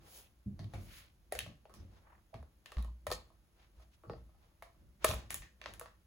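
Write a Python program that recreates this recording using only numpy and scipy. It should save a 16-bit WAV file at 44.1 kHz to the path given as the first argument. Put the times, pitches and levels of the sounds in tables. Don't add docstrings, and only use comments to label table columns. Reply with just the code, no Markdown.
import sys
import numpy as np
from scipy import signal
from scipy.fft import rfft, irfft, next_fast_len
from scipy.io import wavfile
from scipy.ndimage import map_coordinates

SR = 44100
rng = np.random.default_rng(int(sys.argv[2]) if len(sys.argv) > 2 else 0)


def dump_mix(stems):
    frames = np.atleast_2d(stems).T
    limited = np.clip(frames, -1, 1)
    pcm = np.round(limited * 32767).astype(np.int16)
    wavfile.write(sys.argv[1], SR, pcm)


N = 267246


# start in seconds, knock in dB, sole pitch in Hz,
# board rap in dB, clack in dB, plastic pitch in Hz, snap in dB, contact time in seconds, room gain in dB.
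HEEL_STAMPS = [(0.592, -59, 655, -76, -61, 4530, -79, .0009, 2.5),
               (0.736, -53.5, 545, -65, -59, 2240, -70.5, 0.0022, 4),
               (1.3222, -39, 591, -54, -46.5, 1830, -50, 0.0014, -2.5),
               (1.351, -48.5, 493, -62, -50.5, 1860, -58.5, 0.0018, 0),
               (1.462, -58, 590, -65.5, -61.5, 3000, -77, 0.0022, 3),
               (1.654, -60.5, 640, -96, -71.5, 2620, -93, .0007, -1.5),
               (1.695, -64, 510, -68, -76, 1570, -85, .0008, 4.5),
               (2.341, -51.5, 660, -61.5, -59.5, 1840, -80, .0015, 0),
               (2.427, -65, 642, -68.5, -74, 1790, -85, 0.00094, -2.5),
               (3.0674, -41.5, 600, -48.5, -45, 1870, -53, 0.0017, -4.5),
               (3.103, -50, 502, -56, -60, 4340, -63, 0.00092, 3),
               (3.115, -39.5, 492, -44, -40, 4350, -49.5, 0.00077, -6),
               (3.302, -74, 653, -74, -97, 1580, -94, .0007, 0.5),
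               (3.796, -74, 653, -81, -91, 2800, -87, .0005, 6.5),
               (4.036, -59.5, 455, -70, -87, 2560, -90, 0.00055, 6.5),
               (4.097, -44, 473, -54, -62.5, 1770, -89, 0.00085, -2),
               (4.134, -52, 632, -67, -71, 2640, -99, 0.00064, -7),
               (4.623, -55.5, 695, -59, -58.5, 2170, -68, 0.002, -1),
               (5.0441, -28.5, 636, -33, -30, 1745, -32.5, 0.0021, -6.5),
               (5.089, -46, 634, -56, -44.5, 3540, -48.5, 0.00071, 3.5),
               (5.136, -48.5, 610, -50, -55, 1680, -61.5, .0005, -11),
               (5.8121, -52.5, 493, -54.5, -57, 1660, -69, 0.00075, -0.5)]
def contacts():
    out, t = np.zeros((2, N)), np.arange(SR // 8) / SR
    blows = HEEL_STAMPS + plastic_clicks() + sole_ticks()
    for s, knock_db, sole_hz, rap_db, clack_db, plastic_hz, snap_db, contact_s, room_db in blows:
        knock = amp(knock_db) * sole_knock(t, sole_hz)
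        rap = amp(rap_db) * board_rap(t)
        grind = edge_grind(t, contact_s)
        sharpness = min(1, 0.002 / contact_s)
        clack, clack_to_room = plastic_clack(t, plastic_hz, grind, sharpness)
        snap, snap_to_room = plastic_snap(grind, sharpness)
        add(out, s, amp(clack_db) * clack + amp(snap_db) * snap)
        add(out, s + 0.00073, knock * amp([[.8], [-.8]]) + rap)
        radiated = amp(-2.5) * knock + amp(-2) * rap
        radiated += amp(clack_db) * clack_to_room + amp(snap_db) * snap_to_room
        add(out, s + .002, signal.fftconvolve(radiated[None], amp(room_db) * room_tail(), axes=1))
    return out


# ratio to its main pitch, level in dB, t60 in seconds.
SOLE_MODES = [(0.721, -5, 0.035), (1.001, 2, .055), (1.26, -12.5, .035)]
# frequency in Hz, spectral level in dB.
IMPACT_SPECTRUM = [(150, -23.5), (300, -21), (450, 7), (750, 9), (1000, -5.5), (1500, -24.5), (3000, -53)]
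def sole_knock(t, hz):
    modes = [(ratio * hz, db, t60) for ratio, db, t60 in SOLE_MODES]
    hollow = ring(modes, t, scatter_db=5.5, detune=0.0017)
    impact = burst(noise(IMPACT_SPECTRUM, len(t)) * fade(t, t60=0.014, attack_s=0.00039))
    bass_cut = signal.butter(N=4, Wn=370, btype="highpass", fs=SR)
    return signal.lfilter(*bass_cut, burst(hollow + amp(-4) * impact))


# frequency in Hz, level in dB, t60 in seconds.
LAMINATE_MODES = [(802, -13, 0.066), (977, -15.5, 0.059), (1065, 3.5, 0.015), (1147, -3, 0.039),
                  (1278, -2.5, 0.035)]
def board_rap(t):
    return ring(LAMINATE_MODES, t, scatter_db=-2.0, detune=0.0029)


def edge_grind(t, contact_s):
    slips = unit(amp(8.7 * wobble(700, len(t))))
    press = t / contact_s * np.exp(1 - t / contact_s)
    return press + amp(-31) * slips * fade(t, t60=0.11, attack_s=0.0017)


# frequency in Hz, level in dB, t60 in seconds.
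SHELL_MODES = [(1816, 12, 0.012), (1840, -3, 0.12), (2450, 0, 0.024), (2670, 3, 0.015),
               (3220, -13.5, 0.071), (3460, -7, 0.022), (3760, -7.5, 0.11), (4313, -7, 0.076),
               (5980, -5.5, 0.035), (6680, -4.5, 0.016)]
# frequency in Hz, spectral level in dB.
CRACK_SPECTRUM = [(700, -39), (1400, 0), (2700, 0), (4200, -1.5), (5300, -5), (7000, -15.5), (9000, -17.5),
                  (12000, -31)]
def plastic_clack(t, hz, grind, sharpness):
    crack = np.array([resonate(noise(CRACK_SPECTRUM, len(t)) * grind, hz, boost_db=13) for _ in range(2)])
    ping = resonate(pulse(CRACK_SPECTRUM, len(t)), hz, boost_db=7)
    shell = ring(SHELL_MODES, t, scatter_db=4.5, detune=0.0062)
    direct = amp(-8.5) * shell + amp(-5) * crack + amp(-11) * sharpness * ping
    return direct, amp(-4) * ping + amp(-12) * shell


# frequency in Hz, spectral level in dB.
SNAP_SPECTRUM = [(4000, -30), (7000, -5.5), (8500, -1), (10000, 0.5), (12500, -6), (14000, -6.5),
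                 (15500, -6.5), (17000, -31.5)]
def plastic_snap(grind, sharpness):
    spike = pulse(SNAP_SPECTRUM, len(grind))
    hiss = burst(noise(SNAP_SPECTRUM, len(grind)) * grind)
    return hiss + amp(-3.5) * sharpness * spike, spike


# start in seconds, clack in dB, plastic pitch in Hz,
# snap in dB, board rap in dB, room gain in dB.
PLASTIC_CLICKS = [(0.643, -63.5, 3440, -79, -73, -5), (1.3896, -38.5, 3130, -45, -71, -7.5),
                  (1.405, -46.5, 2630, -73, -72, -1.5), (1.739, -65.5, 6100, -69.5, -71, 2.5),
                  (2.659, -54, 2860, -69, -69.5, -2.5), (2.719, -55.5, 2720, -68.5, -59, -4),
                  (2.769, -58, 1540, -86, -62, -9), (2.783, -61.5, 4100, -73, -62, 2),
                  (2.825, -65, 3900, -67, -79, -5), (2.846, -64.5, 3040, -72, -62, -4),
                  (3.1235, -50, 4400, -53.5, -63, -14), (3.126, -54, 4230, -56.5, -63, -1.5),
                  (5.104, -55, 2590, -55, -52, -4), (5.112, -43, 2590, -59, -49, -3),
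                  (5.142, -60, 2520, -54, -65, -4), (5.305, -44, 1900, -47.5, -59, -0.5),
                  (5.326, -58, 3080, -61.5, -67, 1), (5.343, -49.5, 3100, -43.5, -59.5, -2.5),
                  (5.421, -58, 1870, -87, -71, 3), (5.615, -51.5, 2550, -78, -63.5, -4.5),
                  (5.64, -54, 2310, -95, -72, -4), (5.659, -45.5, 1860, -78, -51.5, -3.5),
                  (5.737, -59, 1720, -63, -76, -2.5), (5.7961, -57, 1670, -53, -67, -5.5),
                  (5.858, -61, 1620, -83.5, -62, 0)]
LIGHT_SOLE_HZ, LIGHT_CONTACT_S = 616, 0.00082
def plastic_clicks():
    return [(s, rap_db - 1, LIGHT_SOLE_HZ, rap_db, clack_db, hz, snap_db, LIGHT_CONTACT_S, room_db)
            for s, clack_db, hz, snap_db, rap_db, room_db in PLASTIC_CLICKS]


def sole_ticks(count=8, start_s=3.2, end_s=5.0, plastic_hz=2410):
    rows = []
    for when, strength in rng.random((count, 2)):
        s = start_s + when * (end_s - start_s)
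        db = -78.5 + 3 * (2 * strength - 1)
        rap_db, clack_db, snap_db = db - 3.5, db - 13.5, db - 19.5
        rows.append((s, db, LIGHT_SOLE_HZ, rap_db, clack_db, plastic_hz, snap_db, LIGHT_CONTACT_S, 0))
    return rows


# start in seconds, level in dB, pitch in Hz, t60 in seconds.
FLOOR_THUMPS = [(0.46, -35, 201.8, 0.28), (0.523, -38.5, 91, 0.11), (0.596, -30, 104.3, 0.12),
                (0.645, -37, 102.7, 0.17), (.737, -35, 98.3, .25), (0.774, -37.5, 94, 0.17),
                (1.426, -40.5, 86.5, 0.082), (1.47, -42.5, 165, 0.071), (1.805, -43.5, 92.6, 0.32),
                (2.343, -39, 107, .11), (2.392, -40.5, 71.5, 0.27), (2.767, -27, 58.36, 0.49),
                (2.873, -40.5, 58.3, 0.38), (3.079, -40, 87, .15), (3.132, -41.5, 52, 0.25),
                (3.768, -50.5, 59.6, 0.53), (4.069, -42.5, 110, .15), (4.101, -40, 165, 0.11),
                (4.106, -54.5, 324, 0.26), (4.192, -47, 57.3, 0.43), (5.085, -30, 107.5, 0.16),
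                (5.141, -31.5, 63.5, .26), (5.399, -42.5, 47, 0.23), (5.724, -54.5, 49.7, 0.54)]
# frequency in Hz, spectral level in dB.
MUTTER_SPECTRUM = [(25, -24), (60, -1), (110, 1.5), (200, -5.5), (330, -16.5), (600, -32), (1200, -61.5)]
def floor_thumps():
    out, t = np.zeros((2, N)), np.arange(SR // 2) / SR
    for s, db, hz, t60 in FLOOR_THUMPS:
        swing = np.sin(2 * np.pi * hz * t) * fade(t, t60, attack_s=0.0068)
        mutter = diffuse(MUTTER_SPECTRUM, len(t)) * fade(t, t60=0.34, attack_s=0.0047)
        mutter_db = -11.5 + 6.5 * np.log2(hz / 100)
        add(out, s, amp(db) * (swing + amp(mutter_db) * mutter))
    return out


# middle in seconds, width in seconds, relative level in dB, pitch in Hz, octaves to 6 dB down.
SCRAPES_AND_HISSES = [(.1, 0.026, -72, 2700, .5), (.96, 0.069, -59.5, 2220, 1.01),
                      (1.319, 0.0041, -63, 900, 1.9), (1.779, 0.03, -73, 5300, 0.2),
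                      (2.111, 0.055, -66, 990, 0.86), (2.336, 0.0026, -45, 676, 0.26),
                      (2.75, 0.047, -72, 3470, 1.7), (2.879, 0.028, -67, 990, 0.19),
                      (3.133, 0.016, -46, 4830, 0.8), (3.629, 0.03, -71, 1800, 1.2),
                      (3.82, .023, -72.5, 1220, 1.9), (3.939, 0.014, -71, 2900, 1.1),
                      (4.13, 0.024, -68.5, 4600, 0.17), (5.031, 0.014, -57.5, 860, 1.7),
                      (5.075, 0.019, -40, 2930, 1.1), (5.301, 0.0024, -55, 3500, .94),
                      (5.69, 0.016, -64, 1960, 0.46)]
def scrapes_and_hisses():
    out, t = np.zeros((2, N)), np.arange(SR // 2) / SR - .25
    for s, width_s, db, hz, octaves in SCRAPES_AND_HISSES:
        band = [(hz * 2 ** (k * octaves), -6 * k * k) for k in range(-4, 5)]
        roughness = unit(amp(2.1 * wobble(150, len(t))))
        swell = np.exp(-.5 * (t / width_s) ** 2)
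        add(out, s + t[0], amp(db - 0.5) * swell * roughness * diffuse(band, len(t)))
    return out


# peak time in seconds, relative level in dB.
SOLE_SCUFFS = [(.08, -60), (.19, -61.5), (.64, -65.5), (.78, -59), (.9, -66), (1.03, -69.5), (1.54, -86),
               (1.83, -66.5), (1.97, -65.5), (2.73, -61), (2.8, -62.5), (3.2, -68), (3.62, -68),
               (3.81, -71), (4.2, -71), (4.46, -70.5), (4.8, -78), (5.19, -53.5), (5.69, -54)]
# frequency in Hz, spectral level in dB.
SCUFF_SPECTRUM = [(200, -10), (500, 2), (1000, -1.5), (2000, -8.5), (3500, -10), (6000, -16), (12000, -32)]
def sole_scuffs():
    catch_db = 1.2 * wobble(41, N) + 1.1 * wobble(260, N)
    rubbing = swells(SOLE_SCUFFS, rise_s=0.044, fall_s=0.062, rest_db=-83)
    return rubbing * amp(catch_db - 4) * diffuse(SCUFF_SPECTRUM, N)


# peak time in seconds, relative level in dB.
LEG_SWINGS = [(.19, -58), (.86, -69), (.99, -62.5)]
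# frequency in Hz, spectral level in dB.
CLOTH_SPECTRUM = [(800, -25), (2500, -1), (5000, 0.5), (8000, 0.5), (10500, 3), (13000, 0.5), (15500, 0.5)]
def clothes_swish():
    weave_db = 1.3 * wobble(400, N)
    sliding = swells(LEG_SWINGS, rise_s=0.07, fall_s=0.036, rest_db=-85)
    return sliding * amp(weave_db + 3.5) * diffuse(CLOTH_SPECTRUM, N)


# peak time in seconds, level in dB.
WEIGHT_SHIFTS = [(0.0, -60), (.63, -55.5), (.81, -49.5), (1.38, -56.5), (1.82, -51.5), (3.12, -56),
                 (4.16, -55), (4.84, -59.5), (5.11, -48), (5.34, -55), (5.72, -58)]
# frequency in Hz, spectral level in dB.
RUMBLE_SPECTRUM = [(15, -26), (25, -19.5), (54, 5), (97, -4), (135, -10.5), (227, -11.5), (260, -27),
                   (330, -11), (430, -32.5), (600, -22.5), (780, -55), (1320, -120)]
def floor_rumble():
    return swells(WEIGHT_SHIFTS, rise_s=0.048, fall_s=.11, rest_db=-71) * diffuse(RUMBLE_SPECTRUM, N)


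# frequency in Hz, t60 in seconds.
ROOM_DECAY = [(100, 0.61), (400, 0.22), (1000, 0.3), (3000, 0.29), (7000, 0.3), (11000, 0.18),
              (16000, 0.24)]
def room_tail():
    nearly_white = diffuse([(20, 0.0096), (20000, 0.0087)], SR // 2)
    hz, t, bands = signal.stft(nearly_white, SR, nperseg=256)
    decay = fade(t, along(ROOM_DECAY, hz)[:, None], attack_s=0.00088)
    tail = signal.istft(bands * decay, SR, nperseg=256)[1]
    return tail / np.linalg.norm(tail[0])


# frequency in Hz, spectral level in dB.
ROOM_TONE_SPECTRUM = [(25, -3), (58, 14), (80, -1.5), (200, -7), (500, -15), (1500, -18), (4000, -25.5),
                      (8000, -32.5), (11000, -30.5), (16000, -33)]
def room_tone():
    return amp(-71) * diffuse(ROOM_TONE_SPECTRUM, N)


# frequency in Hz, left-right likeness from 0 to 1.
PORT_LIKENESS = [(60, 0.91), (300, 0.83), (700, 0.35), (1400, 0.12), (3000, 0), (6000, 0)]
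def diffuse(spectrum, size):
    m = next_fast_len(size, True)
    hz = np.fft.rfftfreq(m, 1 / SR)
    turn = np.arccos(np.clip(along(PORT_LIKENESS, hz), -1, 1)) / 2
    coloured = rfft(rng.standard_normal((2, m))) * amp(along(spectrum, hz))
    mid, side = irfft(coloured * [np.cos(turn), np.sin(turn)], m)[:, :size]
    return unit(np.array([mid + side, mid - side]))


def noise(spectrum, size):
    hz = np.fft.rfftfreq(size, 1 / SR)
    return unit(irfft(rfft(rng.standard_normal(size)) * amp(along(spectrum, hz)), size))


def pulse(spectrum, size):
    hz = np.fft.rfftfreq(512, 1 / SR)
    spike = np.roll(irfft(amp(along(spectrum, hz))), 64)[:256]
    return np.pad(burst(spike), (0, size - 256))


def ring(modes, t, scatter_db, detune):
    hz, db, t60 = np.transpose(modes)[:, :, None]
    level, shift, side = rng.standard_normal((3, len(modes), 1))
    envelopes = np.sign(side) * amp(db + scatter_db * level - 60 * t / t60)
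    return burst(np.sum(envelopes * np.sin(2 * np.pi * hz * (1 + detune * shift) * t), 0))


def resonate(x, hz, boost_db):
    return burst(x + amp(boost_db) * signal.lfilter(*signal.iirpeak(hz, Q=7, fs=SR), x))


def swells(rows, rise_s, fall_s, rest_db):
    s, db = np.transpose(rows)[:, :, None]
    t = np.arange(N) / SR - s
    shape = np.exp(-.5 * (np.minimum(t, 0) / rise_s) ** 2 - np.maximum(t, 0) / fall_s)
    return np.sqrt(np.sum((amp(db) * shape) ** 2, 0) + amp(rest_db) ** 2)


def fade(t, t60, attack_s):
    return amp(-60 * t / t60) * (1 - np.exp(-t / attack_s))


def wobble(rate, size):
    knots = rng.standard_normal(int(size * rate / SR) + 4)
    return map_coordinates(knots, [np.arange(size) * rate / SR])


def along(points, hz):
    f, v = np.transpose(points)
    return np.interp(np.log(hz + 1), np.log(f + 1), v)


def amp(db):
    return 10 ** (np.asarray(db) / 20)


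def unit(x):
    return x / np.sqrt(np.mean(x ** 2) + 1e-20)


def burst(x):
    return x * np.sqrt(.02 * SR / (np.sum(x ** 2) + 1e-20))


def add(track, s, sound):
    part = track[:, max(round(s * SR), 0):][:, :sound.shape[-1]]
    part += sound[..., :part.shape[1]]


def scene():
    foreground = contacts() + floor_thumps() + scrapes_and_hisses() + sole_scuffs()
    return foreground + clothes_swish() + floor_rumble() + room_tone()


def record(dry):
    top_hz, lead_s = 16300, .000204
    m = next_fast_len(N + 8192, True)
    hz = np.fft.rfftfreq(m, 1 / SR)
    left, right = rfft(dry, m)
    crossfade = np.clip((hz - 5800) / 1000, 0, 1) * np.pi / 2
    lead = np.exp(2j * np.pi * (hz - 6100) * lead_s)
    right = np.cos(crossfade) * right + np.sin(crossfade) * lead * left
    return irfft(np.array([left, right]) * (hz < top_hz), m)[:, :N]


dry = scene()
out = record(dry)
dump_mix(out)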